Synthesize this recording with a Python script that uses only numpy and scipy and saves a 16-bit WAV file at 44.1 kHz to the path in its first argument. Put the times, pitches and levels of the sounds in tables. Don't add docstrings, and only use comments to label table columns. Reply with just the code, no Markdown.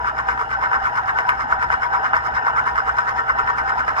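import sys
import numpy as np
from scipy import signal
from scipy.fft import rfft, irfft, next_fast_len
from scipy.io import wavfile
from scipy.ndimage import uniform_filter1d, minimum_filter1d, map_coordinates

SR = 44100
rng = np.random.default_rng(int(sys.argv[2]) if len(sys.argv) > 2 else 0)


def transcribe(signal):
    frames = np.atleast_2d(signal).T
    limited = np.clip(frames, -1, 1)
    pcm = np.round(limited * 32767).astype(np.int16)
    wavfile.write(sys.argv[1], SR, pcm)


N = 176400

# (frequency [Hz], level [dB])
HUM = [(119.9, -48.5), (239.8, -62)]
# (frequency [Hz], gain [dB])
AIR_EQ = [(30, 7.5), (200, -12), (1000, -15), (5000, -44), (15000, -40)]
# (frequency [Hz], time to fall 60 dB [s])
REVERB_DECAY = [(200, 0.55), (1500, 0.35), (10000, 0.25)]
# (time [s], level [dB])
BOOM_ENVELOPE = [(0.0, -45.5), (0.49, -44.5), (0.51, -45), (1.12, -45), (1.19, -48.5), (1.7, -42),
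                 (2.05, -52.5), (2.19, -39.5), (2.24, -49), (2.36, -38), (2.48, -62), (2.52, -43),
                 (3.36, -47.5), (3.4, -52), (3.44, -37), (3.5, -48), (3.95, -44), (4.0, -66)]
# (frequency [Hz], gain [dB])
BOOM_EQ = [(20, -22), (38, -13), (48, -13), (57, 3), (68, -8), (90, -13.5), (140, -20), (300, -31),
           (700, -46), (2000, -120)]
# (frequency [Hz], gain [dB])
ROLL_EQ = [(40, -33), (150, -21.5), (230, -17), (400, -21.5), (580, -21.5), (720, -13), (790, -0.25),
           (1500, 0.35), (1850, -5), (2600, -22.5), (4600, -35), (6800, -35), (8000, -46), (15500, -56)]
# (frequency [Hz], width [Hz], left boost [dB], right boost [dB])
BOARD_MODES = [(453.5, 120, 8.5, 13.5), (641, 107, 8.5, 13.5), (729, 17, -4, 6), (774.1, 29.6, 4.3, 9.5),
               (786, 10.5, 9.5, -0.5), (968, 42, 13.5, 4), (1072, 57, 1.5, 7.5), (1263, 75, 1, 7),
               (1346.5, 83, 4, 8), (1498, 122, 11, 6.5), (1681, 73, 5.5, -1), (1760, 24, -2.5, -20.5),
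               (1821, 23, 10, 11), (2164, 86, 5.5, 4)]
# (frequency [Hz], width [Hz], left boost [dB], right boost [dB])
DISC_MODES = [(2886, 95, 2.3, 12.6), (5178, 280, 8.5, 19.2), (8685, 150, 9, 14.5), (11200, 120, 21.3, 18)]
# (time [s], level [dB], hardness as treble boost [dB])
KNOCKS = [(.046, -5.5, -1.5), (0.1878, 4, 0), (.2875, 1.5, 0), (.3765, 0.5, -3.5), (.5135, 2, -2),
          (.639, 3.5, -5.5), (0.7151, 4, -6.5), (0.7316, 6.5, -3.5), (.742, 3, -2.5), (1.092, 4.5, 1.5),
          (1.1875, 6.5, 4), (1.29, 4.5, 7), (1.292, 8.5, 9.5), (1.296, -2, 1.5), (1.619, -1.5, -1),
          (1.6255, 4, 2.5), (1.7019, 6.5, -4), (1.728, 1.5, 4), (1.832, -4.5, 6), (1.937, -13, -2),
          (2.133, 11, -6), (2.141, 7, -3), (2.4675, 5.5, -4.5), (2.757, -1, 5.5), (2.985, 3.5, 3.5),
          (2.989, 1.5, -3.5), (3.394, 0, 1.5), (3.4765, 2.5, -1), (3.879, 4, -2), (3.9651, 1, 1.5)]
# (frequency [Hz], gain [dB])
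KNOCK_EQ = [(300, -17), (620, -1), (850, -6), (1150, -5.5), (1500, 2.5), (2500, 4.5), (3500, -4.5),
            (6000, -7.5), (11200, -2), (16000, -3)]
# (frequency [Hz], share of the boost [0-1])
HARDNESS_SHELF = [(1500, 0), (2400, 1)]
# (time of the peak [s], roll level [dB], grit level [dB])
LAPS = [(0.08, -2.5, -0.5), (0.192, -5.2, -3), (0.302, -1.5, 2.5), (0.414, -2.5, -1), (0.529, -3.5, 0),
        (0.643, -1.2, 1.2), (0.745, -0.5, -1), (0.86, -4, 0.5), (0.973, -1.5, -0.2), (1.09, -3.3, 0.5),
        (1.193, -2.3, 2), (1.303, -0.3, -0.5), (1.412, -4, -1), (1.524, 1, -1.5), (1.629, -3.7, -0.5),
        (1.732, 0.4, 2.5), (1.84, -3.7, 1), (1.951, 1.8, -2), (2.058, 2.1, -0.5), (2.164, 0.5, 1.3),
        (2.266, -3, -0.5), (2.364, 1.1, -0.5), (2.481, 0.6, -1.2), (2.585, 3.6, -0.5), (2.686, -4.8, 1),
        (2.782, -2.5, 0), (2.891, -1.6, 0), (2.994, -2.3, 1.2), (3.091, -2, 2), (3.187, -1.6, -0.3),
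        (3.298, -1.2, -1), (3.397, 1.7, -1), (3.496, -0.4, 0.5), (3.59, -2.8, 0.5), (3.695, 0, -0.0),
        (3.799, -1.5, 1.5), (3.891, 0.5, 0.1), (3.987, -4, 4)]
# (frequency [Hz], depth [dB])
SWELL = [(300, -1), (480, 6), (650, 0.5), (850, -1.5), (1120, 14.5), (1380, 11.5), (1720, 5), (2200, 21.5),
         (2650, 5), (5000, 13), (11000, 12)]
# (quiet side [Hz], loud side [Hz], width [Hz], boost [dB])
SWEEPS = [(745, 1150, 42, 10), (1900, 1800, 94, 3.5), (5200, 5090, 140, 7.5)]
# (frequency [Hz], left-right correlation [0-1])
STEREO_IMAGE = [(200, 0.68), (600, 0.3), (900, 0.91), (1600, 0.99), (2100, 0.07), (3500, 0.05),
                (7000, 0.15), (14000, 0)]

AIR_DB, BOOM_TRIM_DB, DISC_DB, REVERB_DB = -54, 3, -19.5, -15.5
ROUGH_DB, BUMPS_PER_S, PATCHY_DB = 1.35, 230, 2.5
SPECKS_PER_S, SPECK_SIZE = 120, 2.55
GRIT_LEAD_S, SWELL_SHARPNESS = 0.0044, 0.16
SWEEP_CURVE = 1.27
KNOCK_DB, SCRAPE_DECAY_S, KNOCK_SCRAPE, KNOCK_THUD = 24, 0.0029, 1.17, 0.81
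LEFT_LAG_S = 0.00025


def amp(db):
    return 10 ** (np.asarray(db) / 20)


def unit(x):
    return x / np.sqrt(np.mean(x ** 2) + 1e-20)


def along(points, hz):
    f, v = np.transpose(points)
    return np.interp(np.log(hz + 1), np.log(f + 1), v)


def bell(hz, centre, width):
    return 1 / (1 + (2 * (hz - centre) / width) ** 2)


def smooth_noise(rate):
    return map_coordinates(rng.standard_normal(N // 8), [np.arange(N) * rate / SR], mode="wrap")


def filtered(x, response):
    size = 2 * next_fast_len(N // 2 + SR // 4)
    return irfft(rfft(x, size) * response(np.fft.rfftfreq(size, 1 / SR)), size)[..., :N]


def minimum_phase(gain):
    cepstrum = irfft(np.log(np.maximum(gain, 1e-6)))
    half = cepstrum.shape[-1] // 2
    cepstrum[..., 1:half] *= 2
    cepstrum[..., half + 1:] = 0
    return np.exp(rfft(cepstrum))


def room_tone():
    t = np.arange(N) / SR
    hum = sum(amp(db) * np.sqrt(2) * np.sin(2 * np.pi * (hz * t + rng.random())) for hz, db in HUM)
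    air = unit(filtered(rng.standard_normal((2, N)), lambda hz: amp(along(AIR_EQ, hz))))
    return hum + amp(AIR_DB) * air


def reverb(x):
    hz, t, noise = signal.stft(rng.standard_normal((2, SR // 2)), SR, nperseg=256)
    decay = amp(-60 * t / along(REVERB_DECAY, hz)[:, None])
    tail = signal.istft(noise * decay, SR, nperseg=256)[1]
    return signal.fftconvolve(x, tail / np.linalg.norm(tail[0]), axes=1)[:, :N]


def cabinet_boom():
    times, db = np.transpose(BOOM_ENVELOPE)
    rumble = unit(filtered(rng.standard_normal(N), lambda hz: amp(along(BOOM_EQ, hz))))
    return rumble * amp(BOOM_TRIM_DB + np.interp(np.arange(N) / SR, times, db))


def board_and_disc(hz):
    boost_db = sum(np.array([[left], [right]]) * bell(hz, centre, width)
                   for centre, width, left, right in [*BOARD_MODES, *DISC_MODES])
    gain = amp(along(ROLL_EQ, hz) + boost_db)
    ring_phase = np.angle(minimum_phase(np.sqrt(gain[0] * gain[1])))
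    lag_phase = np.array([[-1], [1]]) * np.pi * hz * LEFT_LAG_S
    return gain * np.exp(1j * (ring_phase + lag_phase))


def rim_knocks():
    out, t = np.zeros(N + SR), np.arange(SR // 10) / SR
    hz = np.fft.rfftfreq(len(t), 1 / SR)
    for start, db, hard_db in KNOCKS:
        scrape = rng.standard_normal(len(t)) * np.exp(-t / SCRAPE_DECAY_S)
        hit = KNOCK_SCRAPE * scrape / np.linalg.norm(scrape) + KNOCK_THUD * (t == 0)
        tone = minimum_phase(amp(along(KNOCK_EQ, hz) + hard_db * along(HARDNESS_SHELF, hz)))
        out[round(start * SR):][:len(t)] += amp(db + KNOCK_DB) * irfft(rfft(hit) * tone)
    return out[:N]


def lap_motion(hz, t):
    peaks, roll_db, grit_db = np.transpose(LAPS)
    grit = along([(1500, 0.36), (6000, 0.85)], hz)
    level = (1 - grit) * np.interp(t, peaks, roll_db) + grit * np.interp(t, peaks, grit_db)
    padded = np.r_[2 * peaks[0] - peaks[1], peaks, 2 * peaks[-1] - peaks[-2]]
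    laps = np.interp(t + GRIT_LEAD_S * (grit - .5), padded, np.arange(len(padded)))
    angle = 2 * np.pi * laps
    swell = along(SWELL, hz) * (np.cos(angle) + SWELL_SHARPNESS * np.cos(2 * angle)) / 2
    arch = ((1 + np.cos(angle)) / 2) ** SWEEP_CURVE
    sweep = sum(db * bell(hz, quiet + (loud - quiet) * arch, width) for quiet, loud, width, db in SWEEPS)
    return level + swell + sweep


def rim_grinding():
    grain = unit(rng.standard_normal((2, N)) * amp(ROUGH_DB * smooth_noise(BUMPS_PER_S)))
    specks = SPECK_SIZE * rng.standard_normal((2, N)) * (rng.random(N) < SPECKS_PER_S / SR)
    hz, t, (mid, side) = signal.stft(grain + specks, SR, nperseg=512, noverlap=384)
    hz = hz[:, None]
    spread = np.arccos(np.clip(along(STEREO_IMAGE, hz), 0, 1)) / 2
    stereo = np.array([np.cos(spread) * mid + sign * np.sin(spread) * side for sign in (1, -1)])
    patches = uniform_filter1d(rng.standard_normal(mid.shape), size=3, axis=0)
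    patches = unit(uniform_filter1d(patches, size=8, axis=1))
    gain = amp(lap_motion(hz, t) + PATCHY_DB * patches)
    gain /= np.sqrt(np.mean(gain ** 2, axis=1, keepdims=True))
    return signal.istft(stereo * gain, SR, nperseg=512, noverlap=384)[1][:, :N]


def scene():
    disc = amp(DISC_DB) * unit(filtered(rim_grinding() + rim_knocks(), board_and_disc))
    return disc + amp(REVERB_DB) * reverb(disc) + cabinet_boom() + room_tone()


def record(dry):
    ceiling_db, limiter_s, cutoff_hz = -1.1, .002, 15830
    span = int(limiter_s * SR)
    needed = np.minimum(1, amp(ceiling_db) / (np.abs(dry).max(axis=0) + 1e-9))
    gain = uniform_filter1d(minimum_filter1d(needed, 2 * span + 1), span)
    return filtered(dry * gain, lambda hz: hz < cutoff_hz)


dry = scene()
out = record(dry)
transcribe(out)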